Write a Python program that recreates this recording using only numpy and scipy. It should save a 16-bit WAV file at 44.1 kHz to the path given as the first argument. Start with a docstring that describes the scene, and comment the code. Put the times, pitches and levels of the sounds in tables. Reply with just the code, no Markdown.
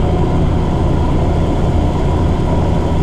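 """The rotors of a four-bladed helicopter in steady flight, heard from inside the cabin.
Main and tail rotor send pressure pulses through the hull, making a deep hum. Engines and airflow add a
broad roar, coloured by the cabin, and every passing blade lifts its treble in a short, gritty swish.
Gears whine and an engine whistles faintly above it. A gain control gently evens out the level."""
import sys
import numpy as np
from scipy import signal
from scipy.fft import rfft, irfft, next_fast_len
from scipy.io import wavfile

SR = 44100
rng = np.random.default_rng(int(sys.argv[2]) if len(sys.argv) > 2 else 0)


def pcm_store(signal):
    """Save signal as 16-bit PCM."""
    levels = np.round(np.clip(np.atleast_2d(signal), -1, 1) * 32767)
    wavfile.write(sys.argv[1], SR, levels.astype(np.int16).T)


N = 133182

ROTOR_HZ, BLADES, TAIL_BLADE_HZ = 4.2923, 4, 83.5
MAIN_DELAY_S, TAIL_DELAY_S, THROB_DELAY_S = .026, .00067, .0069
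MISMATCH_SHARE, MISMATCH_TOP_HZ = .45, 260   # share of the low roar's power that repeats every turn
FIRST_SWISH_S, SWISH_HALF_S, SWISH_SPREAD_DB = .015, .005, 1.3
HOWL_HZ, HOWL_WIDTH_HZ = 956, 48
SQUEEZE, RELEASE_S, OUT_DB = .091, .03, .42   # gain control: SQUEEZE is the share of swing taken out
PEAK_LIMIT, CUTOFF_HZ = .9, 15700

# main rotor tones: (multiple of the turning rate, base level [dB])
MAIN_TONES = [(3, -41), (4, -22), (6, -35), (7, -36), (8, -29), (12, -25), (13, -35), (16, -30), (17, -32),
              (20, -28), (24, -32), (32, -25.5), (38, -35), (48, -39), (49, -40)]
# tail rotor tones: (multiple of its blade rate, base level [dB])
TAIL_TONES = [(1, -21), (2, -23.5), (3, -33), (4, -44)]
# slow rise and fall of the rotors' overtones: (time [s], main gain [dB], tail gain [dB])
HUM_GAINS = [(0, -3.5, 2), (.5, 0.5, 2), (.8, 0, -3.5), (1.4, 0, -1.6), (2.1, 0.5, -1.7), (2.5, -2.5, 1.5),
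             (3.02, -2.5, 1)]
# the roar as the cabin colours it: (frequency [Hz], base level in a 1 Hz band [dB])
ROAR_SPECTRUM = [(8, -60), (14, -38), (24, -47), (33, -41), (44, -43.5), (70, -37), (95, -45), (120, -39.5),
                 (170, -43.5), (225, -47.5), (265, -44), (315, -45), (400, -49.5), (450, -54), (590, -50.5),
                 (720, -54), (790, -58.5), (880, -56), (965, -57), (1030, -55), (1090, -66.5),
                 (1400, -66.5), (1600, -71), (1800, -74), (2150, -70), (2500, -75.5), (2900, -72),
                 (3150, -72), (3420, -78), (3600, -79.5), (4300, -81), (4900, -82), (5500, -86),
                 (6100, -85), (6850, -85), (7500, -85.5), (8450, -86), (9000, -94.5), (10300, -93.5),
                 (11000, -99), (12600, -99), (13300, -106), (15000, -112), (16000, -125)]
# narrow peaks and dips in the roar: (frequency [Hz], width [Hz], gain [dB])
# it thins around the tail rotor's two lowest tones, so their drone sounds firm
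ROAR_PEAKS_AND_DIPS = [(87, 16, -2), (164, 23, -2.5), (264, 12, -3.5), (398, 13, -1.5), (321, 35, 1.5),
                       (409, 17, 5.5), (547, 17, 0), (659, 11, 3.5), (698, 13, 2), (738, 13, -0.5),
                       (966, 21, 10), (2940, 75, -4), (3120, 63, 2.5), (3330, 84, 6), (3447, 48, 7),
                       (4300, 50, 3.5), (4400, 150, -3), (4840, 70, 4.5), (6580, 200, 3), (6920, 130, 4.5)]
# rise and fall of parts of the roar: (time [s], middle gain [dB], howl gain [dB], treble gain [dB])
ROAR_GAINS = [(0, 0.3, -0.5, -1.5), (.5, -1.5, -2.5, -1.5), (.98, 0.4, -1.5, 0.1), (1.08, -0.5, 3, -1),
              (1.16, 3.5, 1, -0.7), (1.3, 1, -2, 0.6), (1.9, 0, -1.5, 0.4), (2.44, -1, 2, 0.5),
              (2.52, 3.5, 5, -0.5), (2.6, 1.5, 1, 1), (2.72, 1.5, 4, 0.8), (2.82, 2.5, -3, 1.2),
              (3.02, -3.5, 4, .6)]
# throb of the roar at the tail blade rate: (frequency [Hz], depth [dB])
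TAIL_THROB = [(2000, -1.4), (4000, 0.4), (7000, 1), (10000, 0.5)]
# change in the roar as a blade of strength 1 passes: (frequency [Hz], gain [dB])
SWISH_LIFT = [(400, 1.5), (800, -2), (2000, 0.5), (5000, 0.5), (7500, 1.7), (10000, 4.5), (13000, 3)]
# slow change in the strength of the swishes: (time [s], gain [dB])
SWISH_GAINS = [(0, -1.5), (.8, -1), (1.0, .5), (1.3, -1), (1.75, 1.5), (2.3, 1.5), (2.6, -1), (3.02, -.5)]
# gear and shaft whines: (frequency [Hz], level halfway through [dB], trend [dB/s])
GEAR_WHINES = [(365.3, -32.5, -1), (721.1, -35, -1.5), (755.2, -42, 0), (1331.5, -56, 0), (1416.3, -51, 0),
               (1515.1, -59, 0), (1954.3, -61, 0), (1980.3, -60, 0), (1991.0, -59, 0), (2110.9, -55, 0),
               (2191.5, -60, 0), (3121.0, -53.5, 1), (3938, -68.5, -2), (4233, -68, 1)]
# pitch of the engine whistle: (time [s], frequency [Hz])
WHISTLE_PITCH = [(0, 1723), (1.0, 1724), (1.5, 1731), (2.1, 1733), (2.65, 1739), (3.02, 1740.5)]
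# tones of the whistle: (multiple of its pitch, full level [dB], entry time [s], flutter [dB])
WHISTLE_TONES = [(1, -57.5, 1.5, 1.5), (2, -54.5, 1.3, 1.0), (3, -59, 2.4, 1), (4, -67.5, 1.2, 6)]


def rotor_hum(tones, blade_hz, delay_s, overtone_db, waver_db=.5, smear_turns=.5):
    """Each blade sends out a pressure pulse; repeated quickly, the pulses are heard as low tones."""
    t = drive_time() - delay_s
    hum = 0
    for k, db in tones:
        level = np.sqrt(2) * from_db(db + (k > 1) * overtone_db + waver_db * drift(.86))
        shift = smear_turns * k * (k - 1) / 2   # the hull smears each pulse: high tones shift more
        hum += level * np.cos(2 * np.pi * (k * blade_hz * t + shift))
    return hum


def blade_mismatch():
    """No two blades are alike, so faint tones fill the gaps between the main rotor's strong ones."""
    strong = [k for k, db in MAIN_TONES]
    turns = ROTOR_HZ * drive_time()
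    share = np.sqrt(2 * MISMATCH_SHARE * ROTOR_HZ)
    hum = 0
    for k in range(2, int(MISMATCH_TOP_HZ / ROTOR_HZ)):
        if k not in strong:
            level = share * from_db(roar_colour_db(k * ROTOR_HZ) + 2.9 * rng.standard_normal())
            hum += level * np.cos(2 * np.pi * (k * turns + rng.random()))
    return hum


def roar(passes, flicker_db=.5):
    """Engine and airflow noise swishes with the main blades, throbs with the tail and howls hollowly."""
    size = next_fast_len(N)
    hz = np.arange(size // 2 + 1) * SR / size + 1e-3
    noise = rfft(rng.standard_normal(size)) * from_db(roar_colour_db(hz)) * np.sqrt(SR / 2) * (hz > 4)
    noise *= np.sqrt(1 - MISMATCH_SHARE * (hz < MISMATCH_TOP_HZ))   # leave room for the mismatch tones
    mid_db, howl_db, treble_db = curves(ROAR_GAINS)
    throb = np.cos(2 * np.pi * TAIL_BLADE_HZ * (np.arange(N) / SR - THROB_DELAY_S))
    swish = passes - passes.mean()
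    centres = 960 * 2 ** np.arange(-2, 4.5, .5)   # bands half an octave apart [Hz]
    place = np.interp(np.log(hz), np.log(centres), np.arange(len(centres)))
    bands = 0
    for k, centre in enumerate(centres):
        band = irfft(noise * np.clip(1 - abs(place - k), 0, 1), size)[:N]
        swing_db = mid_db if k in (2, 3) else treble_db if k > 8 else 0
        blade_db = at_hz(SWISH_LIFT, centre) * swish + at_hz(TAIL_THROB, centre) * throb
        bands += band * from_db(swing_db + blade_db + (k > 0) * flicker_db * drift(5.5))
    howl = irfft(noise * np.exp(-((hz - HOWL_HZ) / HOWL_WIDTH_HZ) ** 2), size)[:N]
    return bands + howl * (from_db(howl_db) - 1)


def roar_colour_db(hz):
    """The roar's base level at each pitch: a broad shape with narrow peaks and dips."""
    narrow_db = sum(db / (1 + (2 * (hz - at) / width) ** 2) for at, width, db in ROAR_PEAKS_AND_DIPS)
    return at_hz(ROAR_SPECTRUM, hz) + narrow_db


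def blade_passes():
    """A smooth bump for each blade passing overhead, some stronger than others."""
    count = (np.arange(N) / SR - FIRST_SWISH_S) * ROTOR_HZ * BLADES
    nearest = np.round(count).astype(int)
    offset_s = (count - nearest) / (ROTOR_HZ * BLADES)
    strength = from_db(SWISH_SPREAD_DB * rng.standard_normal(64))
    swing = from_db(curves(SWISH_GAINS)[0])
    return swing * strength[nearest] * np.exp(-.5 * (offset_s / SWISH_HALF_S) ** 2)


def gear_whine(waver_db=1.6, wander_s=.00004):
    """Gears and shafts whine, all following the drive's slight wander; some fade, some grow."""
    t = drive_time() + wander_s * drift(.65)
    whine = 0
    for hz, db, db_per_s in GEAR_WHINES:
        level = np.sqrt(2) * from_db(db + db_per_s * (t - t.mean()) + waver_db * drift(1.0))
        whine += level * np.cos(2 * np.pi * (hz * t + rng.random()))
    return whine


def engine_whistle(swell_db=8, swell_s=.1):
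    """A thin whistle creeps up as the engine gains speed; its tones swell in one after another."""
    t = np.arange(N) / SR
    turns = np.cumsum(curves(WHISTLE_PITCH)[0]) / SR + .053 * drift(1.3)
    whistle = 0
    for k, db, entry_s, flutter_db in WHISTLE_TONES:
        held_back_db = swell_db / (1 + np.exp((t - entry_s) / swell_s))
        level = np.sqrt(2) * from_db(db - held_back_db + flutter_db * drift(25))
        whistle += level * np.cos(2 * np.pi * (k * turns + rng.random()))
    return whistle


def swish_grit(passes, ticks_per_s=2500, gain_db=-52, hz=10000):
    """Tiny bright ticks crowd into each swish; a stronger swish holds more of them."""
    sizes = from_db(3 * np.minimum(rng.exponential(1, N), 3)) * rng.choice([-1, 1], N)
    ticks = sizes * (rng.random(N) < ticks_per_s * passes ** 2 / SR)
    bright = signal.butter(2, [hz * .95, hz * 1.27], "band", fs=SR, output="sos")
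    return from_db(gain_db) * signal.sosfilt(bright, ticks + 1e-18)


def drive_time(overspeed=.002, settle_s=.3):
    """Time as the drive shaft counts it: it starts a touch fast, then settles."""
    t = np.arange(N) / SR
    return t - overspeed * settle_s * np.exp(-t / settle_s)


def drift(rate_hz):
    """A smooth random wobble, about 1 in size; a higher rate wobbles faster."""
    r = np.exp(-80 * np.pi * rate_hz / SR)
    slow = signal.lfilter([1], [1, -2 * r, r * r], rng.standard_normal(N // 40 + 4002))[4000:]
    return np.interp(np.arange(N) / 40, np.arange(len(slow)), slow / slow.std())


def curves(table):
    """Join a time table's points with straight lines, one curve for each value column."""
    times, *columns = np.transpose(table)
    return [np.interp(np.arange(N) / SR, times, column) for column in columns]


def at_hz(table, hz):
    """Read between the rows of a frequency table, with octaves evenly spaced."""
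    frequencies, db = np.transpose(table)
    return np.interp(np.log(hz), np.log(frequencies), db)


def from_db(db):
    """Turn decibels into a factor to multiply by."""
    return 10 ** (np.asarray(db) / 20)


def scene():
    """All the sounds add up at one spot in the cabin."""
    passes = blade_passes()
    main_db, tail_db = curves(HUM_GAINS)
    main_tones = [(k / BLADES, db) for k, db in MAIN_TONES]   # as multiples of the blade rate
    main = rotor_hum(main_tones, ROTOR_HZ * BLADES, MAIN_DELAY_S, main_db)
    tail = rotor_hum(TAIL_TONES, TAIL_BLADE_HZ, TAIL_DELAY_S, tail_db)
    tones = main + tail + blade_mismatch() + gear_whine() + engine_whistle()
    return (tones + roar(passes) + swish_grit(passes))[None]


def record(dry):
    """A gain control evens the level a little, peaks are rounded and the highest treble is cut."""
    r = np.exp(-1 / (RELEASE_S * SR))
    mean_power = np.mean(dry ** 2)
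    power = signal.lfilter([1 - r], [1, -r], dry ** 2 - mean_power) + mean_power
    gain = (np.maximum(power, 1e-9) / mean_power) ** (-SQUEEZE / 2) * from_db(OUT_DB)
    rounded = PEAK_LIMIT * np.tanh(dry * gain / PEAK_LIMIT)
    return signal.sosfilt(signal.cheby2(12, 70, CUTOFF_HZ, fs=SR, output="sos"), rounded)


dry = scene()
out = record(dry)
pcm_store(out)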